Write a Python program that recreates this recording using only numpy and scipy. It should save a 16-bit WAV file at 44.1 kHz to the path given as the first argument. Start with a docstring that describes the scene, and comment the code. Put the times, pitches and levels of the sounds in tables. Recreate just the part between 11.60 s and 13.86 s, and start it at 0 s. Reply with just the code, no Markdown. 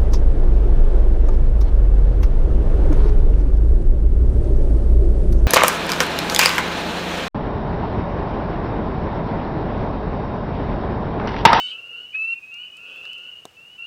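"""A spring peeper close to the microphone gives one clean rising whistle at night, rasping at its start and end.
Another close frog cracks into a rasp; the rest call farther off around the pond and ring on among the trees.
Whistles are gliding sums of partials, their echoes are decaying noise tails; rasps are shaped noise.
A small knock (damped modes), a few ticks and soft rustling in the damp leaf litter (noise) lie over
a quiet night floor."""
import sys
import numpy as np
from scipy import signal
from scipy.fft import rfft, irfft
from scipy.io import wavfile

SR = 44100
rng = np.random.default_rng(int(sys.argv[2]) if len(sys.argv) > 2 else 0)


def persist_wave(psi):
    """Save psi, clipped to +-1, as 16-bit WAV."""
    counts = np.round(np.clip(psi, -1, 1) * 32767).astype(np.int16)
    wavfile.write(sys.argv[1], SR, np.atleast_2d(counts).T)


N = 99886
T = np.arange(N) / SR


def undb(db):
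    """Decibels to gain."""
    return 10 ** (np.asarray(db) / 20)


def noise(gain):
    """Unit-rms noise whose spectrum is gain(Hz)."""
    hz = np.arange(N // 2 + 1) * SR / N + 1e-3  # the offset keeps 0 Hz out of logs and divisions
    x = irfft(rfft(rng.standard_normal(N)) * gain(hz), N)
    return x / x.std()


def band(hz, width_hz):
    """Noise in one resonance with steep skirts."""
    return noise(lambda f: 1 / (1 + ((f * f - hz * hz) / (f * width_hz)) ** 2))


def coloured(points):
    """Unit-rms noise with a spectrum drawn through (Hz, dB) points."""
    hz, db = np.array(points).T
    return noise(lambda f: undb(np.interp(np.log(f), np.log(hz), db)))


def walk(rate_hz):
    """Smooth random wandering with unit spread."""
    return noise(lambda f: np.exp(-(f / rate_hz) ** 2))


def fade(start, decay_s):
    """Sudden onset and exponential decay."""
    return (T >= start) * np.exp(-np.maximum(T - start, 0) / decay_s)


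def low_cut(x, hz):
    """Second-order high-pass that takes the lows off."""
    return signal.sosfilt(signal.butter(2, hz, "high", fs=SR, output="sos"), x)


# Spectrum of the open night air: f/Hz, relative level/dB per Hz
NIGHT_COLOUR = [(25, -12), (50, -2), (110, 2.5), (200, 1.5), (450, -3.5), (1000, -4), (2000, -6),
                (4000, -10.5), (6500, -11.5), (8500, -14.5), (10500, -19.5), (15800, -19)]
NIGHT_DB = -59.5


def night_floor():
    """The steady quiet bed behind everything, as coloured noise."""
    return undb(NIGHT_DB) * coloured(NIGHT_COLOUR)


# Rustle on the ground, level followed over time: t/s, level/dB
RUSTLE_LEVELS = [(0, -58.5), (.4, -59), (.55, -69), (1.05, -71.5), (1.32, -53.5), (1.6, -59), (1.8, -63),
                 (2.26, -66)]
# Spectrum of the rustle: f/Hz, relative level/dB per Hz
RUSTLE_SPECTRUM = [(60, -22), (250, -4), (470, 7), (900, -5.5), (1400, 3.5), (2000, -10), (4500, -9),
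                   (9000, -24.5), (15800, -31)]


def rustle():
    """Soft rustling in the damp leaves: coloured noise whose level wavers about the table."""
    db = np.interp(T, *np.array(RUSTLE_LEVELS).T) + 1.7 * walk(40)
    return undb(db) * coloured(RUSTLE_SPECTRUM)


# Ticks in the litter: t/s, onset level/dB before the low cut, centre f/Hz, width/Hz
LITTER_TICKS = [(0.941, -45.5, 5560, 4500), (1.169, -45.5, 5700, 4500), (1.36, -53.5, 13000, 3000),
                (1.406, -61, 13000, 3970), (1.452, -34.5, 1350, 296), (1.453, -41, 3380, 2500),
                (1.531, -45.5, 6000, 7000), (1.581, -50, 5700, 6000)]
TICK_DECAY_S = 0.003


def ticks(low_cut_hz=900):
    """Ticks in the damp leaves: short bursts of resonant noise."""
    bursts = sum(undb(db) * fade(start, TICK_DECAY_S) * band(hz, width_hz)
                 for start, db, hz, width_hz in LITTER_TICKS)
    return low_cut(bursts, low_cut_hz)


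# Damped modes of the knock: f/Hz, onset level/dB before the low cut, 60 dB decay time/s
KNOCK_MODES = [(454, -35, 0.025), (730, -29.5, 0.017), (1015, -32.5, 0.0091), (3690, -32.5, 0.0094),
               (6470, -31.5, 0.005), (8070, -34, 0.0086), (10100, -65, .006)]
KNOCK_S = 1.8537
CRACK_DB, CRACK_DECAY_S = -39.5, 0.002  # levels before the low cut
THUD_DB, THUD_DECAY_S = -44.5, 0.009


def knock(low_cut_hz=130):
    """A small hard contact near the microphone: crack, damped modes and a dull thud."""
    ring = sum(undb(db) * fade(KNOCK_S, t60 / np.log(1000)) * np.sin(2 * np.pi * hz * (T - KNOCK_S))
               for hz, db, t60 in KNOCK_MODES)
    crack = undb(CRACK_DB) * fade(KNOCK_S, CRACK_DECAY_S) * band(4500, 13000)
    thud = undb(THUD_DB) * fade(KNOCK_S, THUD_DECAY_S) * band(600, 1100)
    return low_cut(ring + crack + thud, low_cut_hz)


WOODS_T60_S, WOODS_DELAY_S, WOODS_GRAIN = 0.71, 0.012, 0.97  # grain: unevenness of the tail
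WOODS_HZ, WOODS_WIDTH_HZ = 2600, 1400  # the band that carries between the trunks


def woods(x):
    """Echo from many trunks, different for each calling place, with the energy of the direct call."""
    grain = np.exp(WOODS_GRAIN * walk(200))
    decay = np.exp(-np.log(1000) * T / WOODS_T60_S) * (T > WOODS_DELAY_S)
    tail = band(WOODS_HZ, WOODS_WIDTH_HZ) * grain * decay
    echo = signal.fftconvolve(x, tail)[:len(x)]
    return echo * np.sqrt(np.sum(x ** 2) / np.sum(echo ** 2))


ATTACK_S, RELEASE_S = 0.015, 0.019
GLIDE_EASE, WAVER = 0.492, 0.0024  # early climb of the glide, random spread as a fraction of the pitch
# the call is loudest in the middle, with flutter; its overtones grow in over the first half
FLUTTER_DB, SWELL_DB, BLOOM_DB = 1.5, 0.5, 11.5


def peep(start, length, from_hz, to_hz, db, echo_db, partials):
    """One whistle: the pitch climbs and levels off as the vocal sac fills."""
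    u = np.clip(T / length, 0, 1)
    glide = u + GLIDE_EASE * u * u * (1 - u) * 2
    hz = (from_hz + (to_hz - from_hz) * glide) * (1 + WAVER * walk(46))
    phase = np.pi * np.cumsum(hz) / SR  # half the pitch: the whistle is the second multiple

    on = T < length
    bloom = undb(BLOOM_DB * np.minimum(2 * u[on] - 1, 0))
    call = np.zeros(N)
    for k, (_, partial_db) in enumerate(partials, 1):
        call[on] += undb(partial_db) * np.sin(k * phase[on]) * (bloom if k > 2 else 1)

    ramp = np.clip(np.minimum(T / ATTACK_S, (length - T) / RELEASE_S), 0, 1)
    swell_db = SWELL_DB * (np.sin(np.pi * u) - 2 / np.pi)
    call *= np.sin(np.pi / 2 * ramp) ** 2 * undb(FLUTTER_DB * walk(55) + swell_db)

    # direct and echo share the level
    heard = (call + undb(echo_db) * woods(call)) * undb(db) / np.hypot(1, undb(echo_db))
    return np.interp(np.arange(N) - round(start * SR), np.arange(N), heard, left=0, right=0)


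# Calls around the pond: start t/s, length t/s, start f/Hz, end f/Hz, rms level/dB with echo,
# echo level/dB re direct, level/dB re whistle of the undertone an octave below
POND_CALLS = [(-0.12, 0.23, 2604, 2916, -43, 3, -17), (-0.01, .17, 2648, 2941, -38.5, 2.5, -21),
              (0.107, 0.12, 2560, 2795, -39, -2.5, -18.5), (0.15, 0.15, 2650, 2896, -40, 2.5, -21.5),
              (0.225, 0.21, 2720, 2996, -45, -4, -16.5), (0.319, 0.15, 2689, 2930, -37, -4.5, -20),
              (0.468, .08, 2954, 2986, -45, -10, -37), (0.745, .22, 2483, 2580, -42, 0, -37.5),
              (0.905, 0.17, 2706, 3003, -36.5, -2, -24), (0.935, 0.13, 2323, 2480, -52.5, -10, -17),
              (1.125, 0.2, 2490, 2792, -40.5, 5.5, -22.5), (1.168, 0.2, 2680, 3044, -45.5, -5, -14),
              (1.24, 0.15, 3150, 3470, -55.5, 6, -37), (1.27, .19, 2480, 2679, -43, 7, -24),
              (1.345, 0.19, 2590, 3008, -38.5, 3, -23), (1.455, .19, 2620, 2880, -38.5, 2, -31),
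              (1.465, 0.101, 2870, 3054, -38, -4, -42), (1.54, 0.18, 2720, 2983, -41.5, 1.5, -16.5),
              (1.62, .19, 2770, 2968, -47, -7, -20), (1.957, .22, 2622, 2970, -45.5, -4, -24),
              (2.175, .18, 2675, 3022, -34.5, 1, -22.5)]
# Overtones above the whistle; the vocal sac rings on the second multiple:
# multiple of the vocal-fold rate, level/dB re whistle
POND_OVERTONES = [(3, -30), (4, -51.5), (5, -48)]
CHORUS_HZ, CHORUS_WIDTH_HZ, CHORUS_DB = 2646, 720, -64


def chorus():
    """The frogs around the pond, over a wavering noise wash of very distant ones."""
    calls = sum(peep(*row, [(1, under_db), (2, 0)] + POND_OVERTONES) for *row, under_db in POND_CALLS)
    wash = undb(CHORUS_DB + 2 * walk(6.5)) * band(CHORUS_HZ, CHORUS_WIDTH_HZ)
    return np.sqrt(2) * calls + wash  # sqrt(2) makes the sine levels rms


# Course of the cracked call, close by: t/s, pitch f/Hz, level/dB, roughness 0-1
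CRACKED_COURSE = [(0, 2986, -25.5, 0.1), (.035, 3022, -29.5, 0.1), (.066, 2980, -28.5, .08),
                  (.082, 3040, -36, 1), (0.108, 3083, -33.5, 0.6), (0.139, 3137, -44.5, 0.63),
                  (.16, 2980, -67, .8)]
# Its partials, the folds beating strong-weak: multiple of a quarter of the pitch, level/dB re call
CRACKED_TONES = [(2, -27.5), (3, -23.5), (4, 0.5), (5, -20), (6, -23), (7, -32), (8, -34.5), (9, -33.5),
                 (10, -37.5), (11, -34)]
# Spectrum of its scrape: f/Hz, relative level/dB per Hz
CRACKED_SCRAPE = [(1500, -23.5), (2400, -4), (3500, 4.5), (4400, 1.5), (5200, -21), (8300, -21.5),
                  (10000, -46)]
CRACK_JITTER, CRACK_SCRAPE_DB = 0.022, -13  # pitch fraction and level re call, at full roughness


def cracked_frog(echo_db=-16):
    """A reedy call with subharmonics that breaks into a rasp as pitch and partials turn unsteady."""
    times, *columns = np.array(CRACKED_COURSE).T
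    hz, db, rough = (np.interp(T, times, column) for column in columns)
    jittered_hz = hz * (1 + CRACK_JITTER * rough * walk(1000))
    phase = np.pi / 2 * np.cumsum(jittered_hz) / SR  # a quarter of the pitch

    tones = 0
    for k, (_, tone_db) in enumerate(CRACKED_TONES, 2):
        depth = 1 if tone_db < -10 else 0.3  # the strong partial shakes less
        tones = tones + undb(tone_db) * np.sin(k * phase) * (1 + rough * walk(350) * depth)

    scrape = undb(CRACK_SCRAPE_DB) * rough * coloured(CRACKED_SCRAPE)
    call = (np.sqrt(2) * tones + scrape) * undb(db) * (T < times[-1])
    return call + undb(echo_db) * woods(call)


# The closest caller's partials: multiple of half the pitch, level/dB re call
CLOSE_PARTIALS = [(1, -34.5), (2, -1), (3, -36.5), (4, -45), (5, -46.5), (6, -49.5), (7, -59.5), (8, -70),
                  (9, -59)]
# Brief rasps as its folds start and stop: start t/s, length t/s, pitch f/Hz,
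# squeak peak level/dB, scrape peak level/dB, both before NEAR_LIFT
CLOSE_RASPS = [(0.525, 0.024, 2480, -43, -67), (0.537, 0.033, 2530, -51.5, -49),
               (0.73, 0.023, 2850, -42, -63.5)]
# Spectrum of the scrape in those rasps: f/Hz, relative level/dB per Hz
CLOSE_SCRAPE = [(1000, -35.5), (1700, 9), (2500, -9), (3400, -1), (4400, -9.5), (5300, -29)]
NEAR_START_S, NEAR_LENGTH_S, NEAR_FROM_HZ, NEAR_TO_HZ = 0.536, 0.218, 2532, 2745
NEAR_DB, NEAR_ECHO_DB = -26.5, -14.5  # level before NEAR_LIFT, echo re direct
NEAR_LIFT = np.sqrt(2)  # gain on the whole close frog, 3 dB
RASP_WIDTH_HZ = 130


def near_frog():
    """The close peep, rasping briefly before the folds lock onto their pitch and as they let go."""
    whistle = peep(NEAR_START_S, NEAR_LENGTH_S, NEAR_FROM_HZ, NEAR_TO_HZ,
                   NEAR_DB, NEAR_ECHO_DB, CLOSE_PARTIALS)
    out = np.sqrt(2) * whistle
    for start, length, hz, squeak_db, scrape_db in CLOSE_RASPS:
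        squeak = undb(squeak_db) * band(hz, RASP_WIDTH_HZ)
        scrape = undb(scrape_db) * coloured(CLOSE_SCRAPE)
        arch = np.sin(np.pi * np.clip((T - start) / length, 0, 1))
        out = out + arch * (squeak + scrape)
    return NEAR_LIFT * out


def scene():
    """The night floor, the ground sounds and the frogs, on one channel."""
    ground = rustle() + ticks() + knock()
    frogs = chorus() + cracked_frog() + near_frog()
    return (night_floor() + ground + frogs)[None]


def record(dry):
    """The recorder cuts the top steeply above 15900 Hz."""
    return signal.sosfilt(signal.ellip(10, 0.2, 70, 15900, fs=SR, output="sos"), dry)


dry = scene()
out = record(dry)
persist_wave(out)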